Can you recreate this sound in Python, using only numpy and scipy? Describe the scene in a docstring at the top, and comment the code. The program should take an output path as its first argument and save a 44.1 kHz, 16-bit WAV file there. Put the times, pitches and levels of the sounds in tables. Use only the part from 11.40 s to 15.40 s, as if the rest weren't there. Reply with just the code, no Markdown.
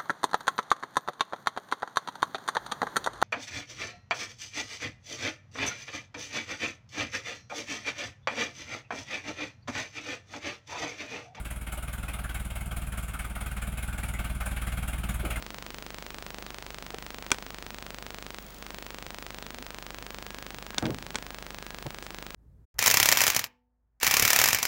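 """An open yard, one microphone a few metres from a four-cylinder propane forklift creeping nearer at idle.
Each firing thumps through the exhaust pipe, chuffs against the ringing steel body and spits a hiss
from a leak; one cylinder spits harder than the rest. Loose steel parts clank now and then, and a dull
clunk comes near the end. Behind it lie short echoes off truck, fence and house, and a distant rumble."""
import sys
import numpy as np
from scipy import signal
from scipy.fft import rfft, irfft
from scipy.io import wavfile

SR = 44100
rng = np.random.default_rng(int(sys.argv[2]) if len(sys.argv) > 2 else 0)


def generate_wav(signal):
    """Clip the signal to [-1, 1] and save it as 16-bit WAV at the path in sys.argv[1]."""
    frames = np.transpose(np.atleast_2d(signal))
    scaled = np.clip(frames, -1, 1) * 32767
    pcm = np.round(scaled).astype(np.int16)
    wavfile.write(sys.argv[1], SR, pcm)


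N = 176400
LEAD = SR // 4  # samples of margin at each end, and the length of one puff
TIME = np.arange(-LEAD, N + LEAD) / SR
FREQ = np.arange(len(TIME) // 2 + 1) * SR / len(TIME)


def undb(db):
    """Decibels to gain."""
    return 10 ** (np.asarray(db) / 20)


def unit(x):
    """Scale to rms 1."""
    return x / np.sqrt(np.mean(x ** 2))


def noise():
    """White noise."""
    return rng.standard_normal(len(TIME))


def through(x, response):
    """Filter by a frequency response."""
    return irfft(rfft(x) * response, len(x))


def spectrum_db(colour, freq):
    """Level at each frequency, read from (frequency [Hz], level [dB]) points."""
    hz, db = np.array(colour).T
    return np.interp(np.log(freq + 1), np.log(hz), db)


def coloured(colour):
    """Steady noise of the given colour, at rms 1."""
    return unit(through(noise(), undb(spectrum_db(colour, FREQ))))


def resonance(hz, width):
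    """Response of one resonance, gain 1 at its centre."""
    return 1j * FREQ * width / (hz ** 2 - FREQ ** 2 + 1j * FREQ * width)


def drift(rate_hz):
    """Slow random drift with spread 1."""
    return unit(through(noise(), np.exp(-(FREQ / rate_hz) ** 2)))


def puff(age, attack_s, decay_s):
    """Envelope that rises evenly, then dies away."""
    return np.clip(age / attack_s, 0, 1) * np.exp(-np.maximum(age - attack_s, 0) / decay_s)


def puffs(times, db, attack_s, decay_s, steady):
    """Envelope of one puff of gas per firing over a steady flow."""
    power = np.full(len(TIME), steady ** 2)
    for start, gain in zip(times, undb(db - np.mean(db))):
        i = np.searchsorted(TIME, start)
        power[i:i + LEAD] += (gain * puff(TIME[i:i + LEAD] - start, attack_s, decay_s)) ** 2
    return np.sqrt(power)


def spurts(colour, times, db, attack_s, decay_s, steady, ripple_hz):
    """A burst of gas per firing, each with chance peaks in its colour, over a duller steady flow."""
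    ripple_db, flow_top_hz = 4, 12500
    freq = np.arange(LEAD // 2 + 1) * SR / LEAD
    colour_db = spectrum_db(colour, freq)
    envelope = puff(np.arange(LEAD) / SR, attack_s, decay_s)
    gas = steady * through(coloured(colour), 1 / np.hypot(1, (FREQ / flow_top_hz) ** 4))
    for start, gain in zip(times, undb(db - np.mean(db))):
        peaks = np.interp(freq / ripple_hz, np.arange(len(freq)), rng.standard_normal(len(freq)))
        burst = unit(through(rng.standard_normal(LEAD), undb(colour_db + ripple_db * peaks)))
        i = np.searchsorted(TIME, start)
        gas[i:i + LEAD] += (gain * burst * envelope)[:len(TIME) - i]
    return gas


def distant_rumble():
    """The low, steady background of the yard, far from the microphone."""
    # colour of the rumble (frequency [Hz], level [dB])
    colour = [(15, -30), (30, -8), (60, -9), (100, -5), (160, -16.5), (300, -15.5), (1000, -21),
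              (3000, -50), (6000, -73), (16000, -59)]
    return undb(-53.5) * coloured(colour)


def yard_echoes(sound):
    """Short scattered echoes come back from truck, fence and house."""
    echoes = noise() * puff(TIME - TIME[0], attack_s=0.0084, decay_s=0.073)
    return undb(-14.5) * through(sound, rfft(echoes / np.linalg.norm(echoes)))


def clunk(start_s):
    """A soft, dull knock as the forklift reaches the truck."""
    # colour of the clunk (frequency [Hz], level [dB])
    colour = [(150, -31), (280, 4), (390, 7.5), (480, 4.5), (600, 4.5), (750, -0.5), (900, -7.5),
              (1400, -4), (2500, -35)]
    return undb(-38.5) * coloured(colour) * puff(TIME - start_s, attack_s=0.017, decay_s=0.062)


def clanks():
    """Now and then a loose panel or part is jolted and rings briefly around its own pitch."""
    # jolts of loose steel (time [s], level [dB], pitch [Hz], width [Hz])
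    jolts = [(.842, -41.5, 1510, 500), (.946, -44, 2180, 900), (1.524, -42, 1380, 600),
             (1.736, -38, 1310, 350), (1.79, -42.5, 2230, 1000), (1.959, -41, 1240, 400),
             (2.165, -42.5, 1700, 1200), (2.48, -41.5, 1500, 200), (2.734, -40, 2100, 250),
             (2.843, -44, 2340, 1100), (3.164, -44, 2110, 1200), (3.373, -45, 2300, 600),
             (3.904, -40, 2450, 900)]
    steel = np.zeros(len(TIME))
    for start, db, hz, width in jolts:
        ring = unit(through(noise(), resonance(hz, width) ** 2))
        steel += undb(db) * ring * puff(TIME - start, attack_s=0.0072, decay_s=0.028)
    return steel


def rattle(times, db):
    """Loose parts ring after each firing, each with its own pitch, start and strength."""
    parts, spread_s, low_hz, high_hz = 5, 0.012, 1150, 3200
    tilt_db_per_octave, scatter_db = 0.5, 5
    rings = np.zeros(len(TIME))
    for firing, level in zip(np.repeat(times, parts), np.repeat(db, parts)):
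        octaves = rng.random() * np.log2(high_hz / low_hz)
        start = firing + rng.random() * spread_s
        gain = undb(level + tilt_db_per_octave * octaves + scatter_db * rng.standard_normal())
        i = np.searchsorted(TIME, start)
        age = TIME[i:i + LEAD] - start
        tone = np.sin(2 * np.pi * low_hz * 2 ** octaves * age)
        rings[i:i + LEAD] += gain * puff(age, attack_s=0.0011, decay_s=0.008) * tone
    return unit(rings)


def leak(times, db):
    """A sharp spit of gas escapes from an exhaust leak at each firing."""
    # colour of the hiss (frequency [Hz], level [dB])
    colour = [(3000, -45), (4800, -19), (5900, -13), (7000, 3.5), (8200, 4), (9500, 9.5), (11300, 6),
              (13400, -4.5), (15000, 2), (17500, -13)]
    return unit(spurts(colour, times, db, attack_s=0.0076, decay_s=0.021, steady=0.1, ripple_hz=260))


def steel_body(drive):
    """The steel body rings; its modes swell and fade as it moves."""
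    # modes of the body (frequency [Hz], width [Hz], level [dB])
    modes = [(621, 23.5, 5.5), (719.4, 42, 4), (820.5, 17, 6.5), (913, 11, 6), (1187, 55, 5), (1302, 40, 7),
             (1413, 50, 8.5), (1511, 45, 7), (2147, 80, 4.5), (2442, 16, 2), (3204, 87, -3.5)]
    wander_db = 2.5
    ring = np.zeros(len(TIME))
    for hz, width, db in modes:
        ring += undb(db + wander_db * drift(rate_hz=13)) * through(drive, resonance(hz, width))
    return unit(ring)


def chuffs(times, db):
    """Bursts of gas, each with a hollow knock at its heart, ring the body; loose parts rattle."""
    # colours of the gas and of the knock (frequency [Hz], level [dB])
    gas_colour = [(150, 15), (300, 5), (450, -13.5), (700, 5), (1000, -0.5), (1400, 8.5), (1830, 0),
                  (2300, 5.5), (3000, 1), (3800, -6), (4600, -19), (6000, -45), (9000, -11.5)]
    knock_colour = [(150, -19), (300, -0.5), (450, -6.5), (620, 4.5), (800, 4), (1050, -10), (2000, -49)]
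    shape = dict(attack_s=0.0083, decay_s=0.026, steady=0.16)
    body = steel_body(noise() * puffs(times, db, **shape))
    gas = unit(spurts(gas_colour, times, db, **shape, ripple_hz=110))
    parts = rattle(times, db)
    knock = unit(coloured(knock_colour) * puffs(times, db, attack_s=0.021, decay_s=0.0067, steady=0.013))
    return unit(gas + undb(-3.5) * body + undb(-11) * parts + undb(-11.5) * knock)


def burble(times, db):
    """Gas burbles low in the pipe after each firing."""
    # colour of the burble (frequency [Hz], level [dB])
    colour = [(20, -43), (55, -43), (95, 5), (135, -33), (160, -2), (200, -1), (250, -7.5), (330, -20),
              (600, -37), (2000, -81)]
    return unit(coloured(colour) * puffs(times, db, attack_s=0.022, decay_s=0.025, steady=0.22))


def exhaust(times, db):
    """Rounded pressure pulses ring the pipe and echo off a near surface; the gas burbles after each."""
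    # resonances of the exhaust pipe (frequency [Hz], width [Hz], level [dB], polarity [+1 or -1])
    modes = [(53.95, 11.7, -10, -1), (87, 17.4, -8, 1), (100, 76, -10.4, -1), (137.4, 9.5, 1, 1),
             (175.8, 13.1, -1.94, -1), (203.7, 26, -6.5, 1)]
    lag_s, rise_s, echo_s, cut_hz = 0.0028, 0.0021, 0.00318, 32.4
    pulses = np.zeros(len(TIME))
    pulses[np.searchsorted(TIME[:-1], times + lag_s)] = undb(db)
    s = 2j * np.pi * FREQ
    pipe = sum(polarity * undb(level) * resonance(hz, width) for hz, width, level, polarity in modes)
    echo = 1 + 0.9 * np.exp(-s * echo_s)
    outlet = -FREQ ** 2 / (cut_hz ** 2 - FREQ ** 2 + 1j * np.sqrt(2) * FREQ * cut_hz)  # high-pass
    rounding = 1 / (1 + s * rise_s) ** 2
    thumps = unit(through(pulses, pipe * echo * outlet * rounding))
    burble_db = -18.5 + TIME  # gains 1 dB a second on the thumps as the forklift nears
    return thumps + undb(burble_db) * burble(times, db)


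def firings():
    """Four cylinders fire in turn at a wavering idle: times, and levels of thump, chuff and hiss."""
    # engine speed (time [s], firing rate [1/s])
    speed = [(0.0, 18.535), (0.25, 18.375), (0.5, 19.765), (0.75, 19.054), (1.0, 18.991), (1.25, 19.141),
             (1.5, 19.036), (1.75, 18.257), (2.0, 18.709), (2.25, 19.182), (2.5, 19.557), (2.75, 18.832),
             (3.0, 18.584), (3.25, 19.184), (3.5, 19.076), (3.75, 18.733), (4.0, 17.99)]
    # cylinders in firing order (lateness [s], thump [dB], chuff [dB], hiss [dB])
    cylinders = [(.0003, -5.5, 2.5, 7.5), (.0007, -5, 3, 11.5), (.0001, -4, 0.1, 8),
                 (-.0009, -4.5, -1.5, 7.5)]
    scatter = [0.00022, 0.46, 1.3, 1]  # from firing to firing, same columns
    count = np.cumsum(np.interp(TIME, *np.array(speed).T)) / SR
    count = count - count[LEAD] - 0.858  # firing 0 falls this share of an interval after time zero
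    number = np.arange(-len(cylinders), int(count[-1]))
    rows = np.array(cylinders)[number % len(cylinders)]
    late_s, thump_db, chuff_db, hiss_db = (rows + rng.standard_normal(rows.shape) * scatter).T
    return np.interp(number, count, TIME) + late_s, thump_db, chuff_db, hiss_db


def scene():
    """The forklift nears the microphone; chuffs, hiss, clanks and clunk echo round the yard."""
    # loudness of the approaching engine (time [s], thump [dB], chuff [dB], hiss [dB])
    approach = [(0, -36.5, -45, -51.5), (.3, -37.5, -44, -50.5), (.7, -35.5, -43.5, -50.5),
                (1.55, -34.6, -43, -50), (1.8, -37.5, -42, -48.5), (2.2, -34, -42, -50),
                (2.8, -33.5, -40.5, -49), (3.3, -32.2, -40, -49), (4, -32.5, -39.5, -47)]
    at, *levels = np.array(approach).T
    thump_gain, chuff_gain, hiss_gain = (undb(np.interp(TIME, at, db)) for db in levels)
    times, thump_db, chuff_db, hiss_db = firings()
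    bright = chuff_gain * chuffs(times, chuff_db) + hiss_gain * leak(times, hiss_db)
    bright += clanks() + clunk(start_s=3.825)
    mix = thump_gain * exhaust(times, thump_db) + bright + yard_echoes(bright) + distant_rumble()
    return mix[None, LEAD:LEAD + N]


def record(dry):
    """The recorder cuts the top of the treble steeply."""
    top_hz = 17300
    return signal.sosfilt(signal.ellip(10, .1, 80, top_hz, fs=SR, output="sos"), dry)


dry = scene()
out = record(dry)
generate_wav(out)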